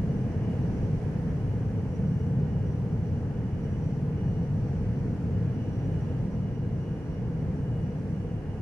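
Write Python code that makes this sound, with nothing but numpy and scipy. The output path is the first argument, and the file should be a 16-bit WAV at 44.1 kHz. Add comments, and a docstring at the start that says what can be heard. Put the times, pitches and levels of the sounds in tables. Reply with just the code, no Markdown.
"""A low drumming rumble fills a monorail car running on its concrete beam.
Rubber tyres drum the floor, the body booms, panels buzz, the tread hums, air and ventilation hiss.
Above them a faint gear whine drifts with the speed, its partials fading in and out.
The ride eases slightly towards the end, heard by a small stereo camera near the window."""
import sys
import numpy as np
from scipy import signal
from scipy.fft import rfft, irfft, next_fast_len
from scipy.io import wavfile
from scipy.ndimage import uniform_filter1d

SR = 44100
rng = np.random.default_rng(int(sys.argv[2]) if len(sys.argv) > 2 else 0)


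def wrap_up_sound(samples):
    """Save the sound to the file named by the first command line argument, as 16-bit audio."""
    columns = np.atleast_2d(samples).T
    # keep every value between -1 and 1, then stretch to whole-number steps
    tamed = np.clip(columns, -1, 1)
    steps = np.round(tamed * 32767).astype(np.int16)
    wavfile.write(sys.argv[1], SR, steps)


N = 379701

# the swell of the ride (rush lifts boom, panels, hum and hiss together): time_s, drum_db, rush_db
RIDE_LEVELS = [(0.0, -28, 1.5), (0.7, -27.5, 2.5), (1.5, -28.5, 1.1), (2.1, -27, 0.5), (3.3, -28.5, -0.34),
               (3.8, -29.5, -0.054), (4.6, -27.5, 0.3), (6.0, -29, 0.76), (6.6, -28, -1.3), (7.05, -34, -1),
               (7.45, -28.5, -0.22), (8.61, -34.5, -1.2)]
# the rate at which gear teeth meet, following the speed: time_s, pitch_hz
MESH_PITCH = [(0.0, 2915), (0.9, 2923), (1.6, 2915), (2.2, 2903), (3.4, 2912), (5.0, 2903), (5.7, 2907),
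              (6.2, 2903), (7.2, 2881), (7.5, 2880), (8.0, 2907), (8.25, 2895), (8.61, 2863)]


def undb(db):
    """Decibels as a gain."""
    return 10 ** (np.asarray(db) / 20)


def on_log(table, hz):
    """A frequency table's value columns, read at hz on a log axis."""
    table_hz, *values = np.transpose(table)
    return [np.interp(np.log(hz), np.log(table_hz), column) for column in values]


def curves(table):
    """A time table's value columns, drawn out to one value a sample."""
    time_s, *values = np.transpose(table)
    return [np.interp(np.arange(N) / SR, time_s, column) for column in values]


def walk(rate_hz):
    """A smooth random wander: held steps, slewed twice, with a spread near 1."""
    hold = int(SR / rate_hz)
    steps = np.repeat(rng.standard_normal(N // hold + 1), hold)
    return 1.47 * uniform_filter1d(uniform_filter1d(steps, hold), hold)[:N]


def cabin_noise(colour, flicker_db, rate_hz):
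    """Coloured stereo noise of rms 1 filling the car; each half octave flickers on its own."""
    # the image at the two microphone ports: freq_hz, likeness (0-1), left_lead_rad, left_over_right_db
    stereo_image = [(25, 0.96, 0.4, -3.0), (60, 0.99, 0.41, -1.0), (90, 1.0, 0.34, 0.5),
                    (130, 1.0, 0.16, 1.0), (180, 0.99, 0.04, -0.5), (250, 0.94, 0.33, -1.5),
                    (340, 0.86, 0.45, 2.0), (450, 0.95, 0.14, 1.5), (570, 0.84, 0.05, -0.5),
                    (720, 0.8, 0.22, -2.0), (900, 0.74, 0.63, -0.5), (1100, 0.48, 0.57, 0.0),
                    (1400, 0.35, -0.01, 2.0), (1700, 0.47, 0.3, -0.5), (2200, 0.11, 0, -3.5),
                    (3300, 0.25, 2.11, -3.5), (4500, 0.02, 0, -0.5), (7000, 0.04, 0, -3.5),
                    (8500, 0.02, 0, 1.0), (12000, 0.04, 0, -3.0)]
    size = next_fast_len(N)
    hz = np.maximum(np.arange(size // 2 + 1) * SR / size, 1)
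    shared, apart = (rfft(rng.standard_normal(size)) for _ in range(2))
    likeness, lead_rad, lean_db = on_log(stereo_image, hz)
    likeness = np.clip(likeness, 0, .999)
    side = np.array([[.5], [-.5]])
    spectrum = np.sqrt(1 + likeness) * shared + 2 * side * np.sqrt(1 - likeness) * apart
    spectrum = spectrum * undb(side * lean_db) * np.exp(1j * side * lead_rad)
    half_octaves = 2 * np.log2(hz)
    low, high = 2 * np.log2(colour[0][0]), 2 * np.log2(colour[-1][0])
    beyond = np.maximum(low - half_octaves, 0) + np.maximum(half_octaves - high, 0)
    spectrum = spectrum * undb(on_log(colour, hz)[0] - 40 * beyond)  # steep skirts outside the colour
    noise = 0
    for band in range(int(low) - 1, int(high) + 3):
        window = np.cos(np.pi / 2 * np.clip(half_octaves - band, -1, 1)) ** 2
        noise = noise + irfft(spectrum * window, size)[:, :N] * undb(flicker_db * walk(rate_hz))
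    return noise / np.sqrt(np.mean(noise ** 2))


def cabin_tone(hz, flutter_db, wobble_rad, rate_hz, lean_db=0., lead_rad=0.):
    """A sine of rms near 1; moving echoes flutter its level and phase, differently at each port."""
    phase = 2 * np.pi * np.cumsum(hz) / SR + wobble_rad * walk(rate_hz)
    channels = []
    for side in (.5, -.5):
        gain = np.sqrt(2) * undb(flutter_db * walk(rate_hz) + side * lean_db)
        channels.append(gain * np.sin(phase + side * lead_rad + wobble_rad * walk(rate_hz)))
    return np.array(channels)


def body_boom(rush_db):
    """Tyres on the beam shake the whole body into a deep boom."""
    # the colour of the shaking body: freq_hz, density_db
    boom_colour = [(12, -18), (20, -11.5), (30, -7), (45, 0.5), (58, -2.5), (70, 3)]
    return undb(-41 + rush_db) * cabin_noise(boom_colour, flicker_db=0.5, rate_hz=3)


def floor_drum(level_db):
    """Rubber tyres drum the floor: the loudest layer."""
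    # the colour of the drumming floor: freq_hz, density_db
    drum_colour = [(70, -12), (85, -2), (103, -0.5), (118, -1), (135, -0.5), (155, -1.5), (175, -2.5),
                   (210, -9), (250, -15.5), (300, -28.5)]
    return undb(level_db) * cabin_noise(drum_colour, flicker_db=0.68, rate_hz=14)


def tread_hum(rush_db):
    """The tread rolling on concrete hums in the low mids."""
    # the colour of the rolling tread: freq_hz, density_db
    hum_colour = [(355, -11), (380, -3.5), (410, -1), (455, 1), (490, -0.1), (530, -6), (590, -10.5),
                  (700, -11.5), (750, -13.5), (820, -12), (880, -15), (950, -16), (1080, -20), (1200, -25)]
    return undb(-43.5 + rush_db) * cabin_noise(hum_colour, flicker_db=0.32, rate_hz=2.9)


def air_hiss(rush_db):
    """Passing air and ventilation lay a soft hiss on top."""
    # the colour of the moving air: freq_hz, density_db
    hiss_colour = [(1200, -0.5), (1350, -0.5), (1520, 0.5), (1640, -1), (1750, -1), (3000, -10.5),
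                   (3750, -19.5), (4250, -17), (4800, -17), (6100, -17.5), (7700, -24.5), (8700, -23.5),
                   (10300, -25.5), (12500, -34), (14500, -35), (15600, -42.5)]
    return undb(-57.5 + rush_db) * cabin_noise(hiss_colour, flicker_db=0.6, rate_hz=8)


def panel_buzz(rush_db):
    """Wall panels and window buzz just above the pitch of the drumming."""
    # the colour of the shaken panels: freq_hz, density_db
    buzz_colour = [(190, -11.5), (225, -1), (250, -1.5), (300, -3.5), (355, -9)]
    return undb(-42 + rush_db) * cabin_noise(buzz_colour, flicker_db=1.0, rate_hz=2)


def gear_whine(mesh_hz):
    """Meshing teeth whine, steadier as they get louder, with a rough flank just below."""
    # the whine fading in and out: time_s, level_db
    whine_fades = [(0, -75), (0.12, -71), (0.39, -78), (0.44, -66), (0.56, -68), (0.64, -75), (0.75, -72),
                   (0.92, -79), (1.2, -75), (1.35, -77), (1.44, -72), (1.83, -79), (2.17, -69), (2.36, -73),
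                   (2.52, -69), (2.66, -71), (2.78, -78), (3.15, -73), (3.25, -78), (3.37, -73),
                   (3.65, -74), (4.02, -77), (4.22, -69), (4.35, -67), (4.43, -77), (4.82, -76),
                   (4.88, -72), (4.95, -77), (5.28, -76), (5.37, -72), (5.52, -77), (5.6, -66), (5.72, -68),
                   (5.82, -72), (6.14, -70), (6.3, -76), (6.56, -69), (6.66, -74), (6.76, -73), (6.82, -68),
                   (6.92, -70), (7.08, -74), (7.17, -67), (7.29, -75), (7.56, -78), (7.77, -68), (7.9, -75),
                   (8.07, -78), (8.16, -74), (8.45, -72), (8.61, -74)]
    level_db, = curves(whine_fades)
    shake = np.interp(level_db, [-75, -68], [1, .35])
    whine = cabin_tone(mesh_hz, flutter_db=3.5 * shake, wobble_rad=.6 * shake, rate_hz=45,
                       lean_db=-4, lead_rad=1.6)
    flank = cabin_tone(mesh_hz - 25, flutter_db=4, wobble_rad=1.5, rate_hz=90, lean_db=-3)
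    return undb(level_db) * (whine + undb(-8) * flank)


def whine_octave(mesh_hz):
    """The mesh's second harmonic swells and steadies at its own moments, also with a rough flank."""
    # the octave fading in and out: time_s, level_db
    octave_fades = [(0, -83), (0.27, -77), (0.48, -88), (0.72, -75), (0.86, -78), (1.2, -86), (1.32, -80),
                    (1.53, -84), (1.63, -78), (1.83, -85), (2.16, -78), (2.46, -86), (2.76, -80),
                    (2.89, -92), (3.03, -80), (3.36, -92), (3.68, -79), (3.88, -75), (4.06, -89),
                    (4.2, -79), (4.44, -78), (4.55, -83), (4.72, -78), (4.86, -90), (4.98, -77),
                    (5.25, -92), (5.49, -83), (5.61, -85), (5.74, -74), (5.82, -75), (5.91, -82),
                    (6.03, -75), (6.18, -84), (6.33, -78), (6.42, -89), (6.54, -78), (6.65, -85),
                    (7.13, -78), (7.29, -90), (7.59, -83), (7.68, -88), (7.85, -81), (8.2, -84), (8.3, -91),
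                    (8.61, -90)]
    level_db, = curves(octave_fades)
    shake = np.interp(level_db, [-82, -75], [1, .5])
    octave = cabin_tone(2 * mesh_hz, flutter_db=4.5 * shake, wobble_rad=.7 * shake, rate_hz=45,
                        lean_db=-2.5, lead_rad=-.7)
    flank = cabin_tone(2 * mesh_hz - 45, flutter_db=3.5, wobble_rad=1.5, rate_hz=150, lean_db=-2.5)
    return undb(level_db) * (octave + undb(-3) * flank)


def second_gear_pair(mesh_hz):
    """A second gear pair sings a thin tone, and its sum with the mesh whine rings faintly above; both follow
    the same speed."""
    # the pair's tone and its sum tone with the mesh: mesh_multiple
    pair_orders = [1.4809, 2.4815]
    # the lower tone fading in and out: time_s, level_db
    lower_fades = [(0.0, -92), (0.5, -87), (1.3, -90), (1.7, -94), (2.45, -89), (3.6, -94), (4.05, -83),
                   (4.4, -82), (4.55, -88), (4.75, -81), (5.1, -82), (5.4, -94), (5.8, -92), (6.0, -84),
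                   (6.6, -88), (7.0, -86), (7.5, -87), (7.8, -92), (8.61, -94)]
    lower_db, = curves(lower_fades)
    upper_db = -95 + 3 * walk(2)
    return sum(undb(db) * cabin_tone(order * mesh_hz, flutter_db=1.5, wobble_rad=.25, rate_hz=8,
                                     lead_rad=lead)
               for order, db, lead in zip(pair_orders, (lower_db, upper_db), (-1.7, 1.7)))


def faint_partials(mesh_hz):
    """Two weak partials of the drive come and go at random."""
    # their pitches: mesh_multiple
    partial_orders = [1.4104, 3]
    # the levels they wander around: level_db
    partial_levels = [-97, -101]
    return sum(undb(db + 2.5 * walk(2.5))
               * cabin_tone(order * mesh_hz, flutter_db=2.2, wobble_rad=.4, rate_hz=15)
               for order, db in zip(partial_orders, partial_levels))


def rough_ring(mesh_hz):
    """A grainy ring in the running noise tracks the mesh from below."""
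    # the ring's slow swells: time_s, level_db
    ring_swells = [(0, -69), (0.7, -70), (1.5, -75.5), (3.5, -74.5), (4.5, -76.5), (5.5, -77), (6.2, -69),
                   (7.0, -70), (7.9, -69), (8.61, -74)]
    level_db, = curves(ring_swells)
    return undb(level_db) * cabin_tone(.566 * mesh_hz, flutter_db=4, wobble_rad=1.2, rate_hz=85)


def scene():
    """A bed of rolling noise with the drive singing faintly over it, all running from the start."""
    drum_db, rush_db = curves(RIDE_LEVELS)
    mesh_hz, = curves(MESH_PITCH)
    rumble = body_boom(rush_db) + floor_drum(drum_db)
    rush = tread_hum(rush_db) + air_hiss(rush_db) + panel_buzz(rush_db)
    gears = gear_whine(mesh_hz) + whine_octave(mesh_hz) + second_gear_pair(mesh_hz)
    return rumble + rush + gears + faint_partials(mesh_hz) + rough_ring(mesh_hz)


def record(dry):
    """The camera rounds the loudest swings and cuts the extreme treble."""
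    top_hz = 15700
    lowpass = signal.ellip(10, .2, 70, top_hz, fs=SR, output="sos")
    rounded = np.tanh(3.007 * dry) / 2.993
    settled = signal.sosfilt_zi(lowpass)[:, None] * rounded[None, :, :1]  # the filter starts settled
    return signal.sosfilt(lowpass, rounded, zi=settled)[0]


dry = scene()
out = record(dry)
wrap_up_sound(out)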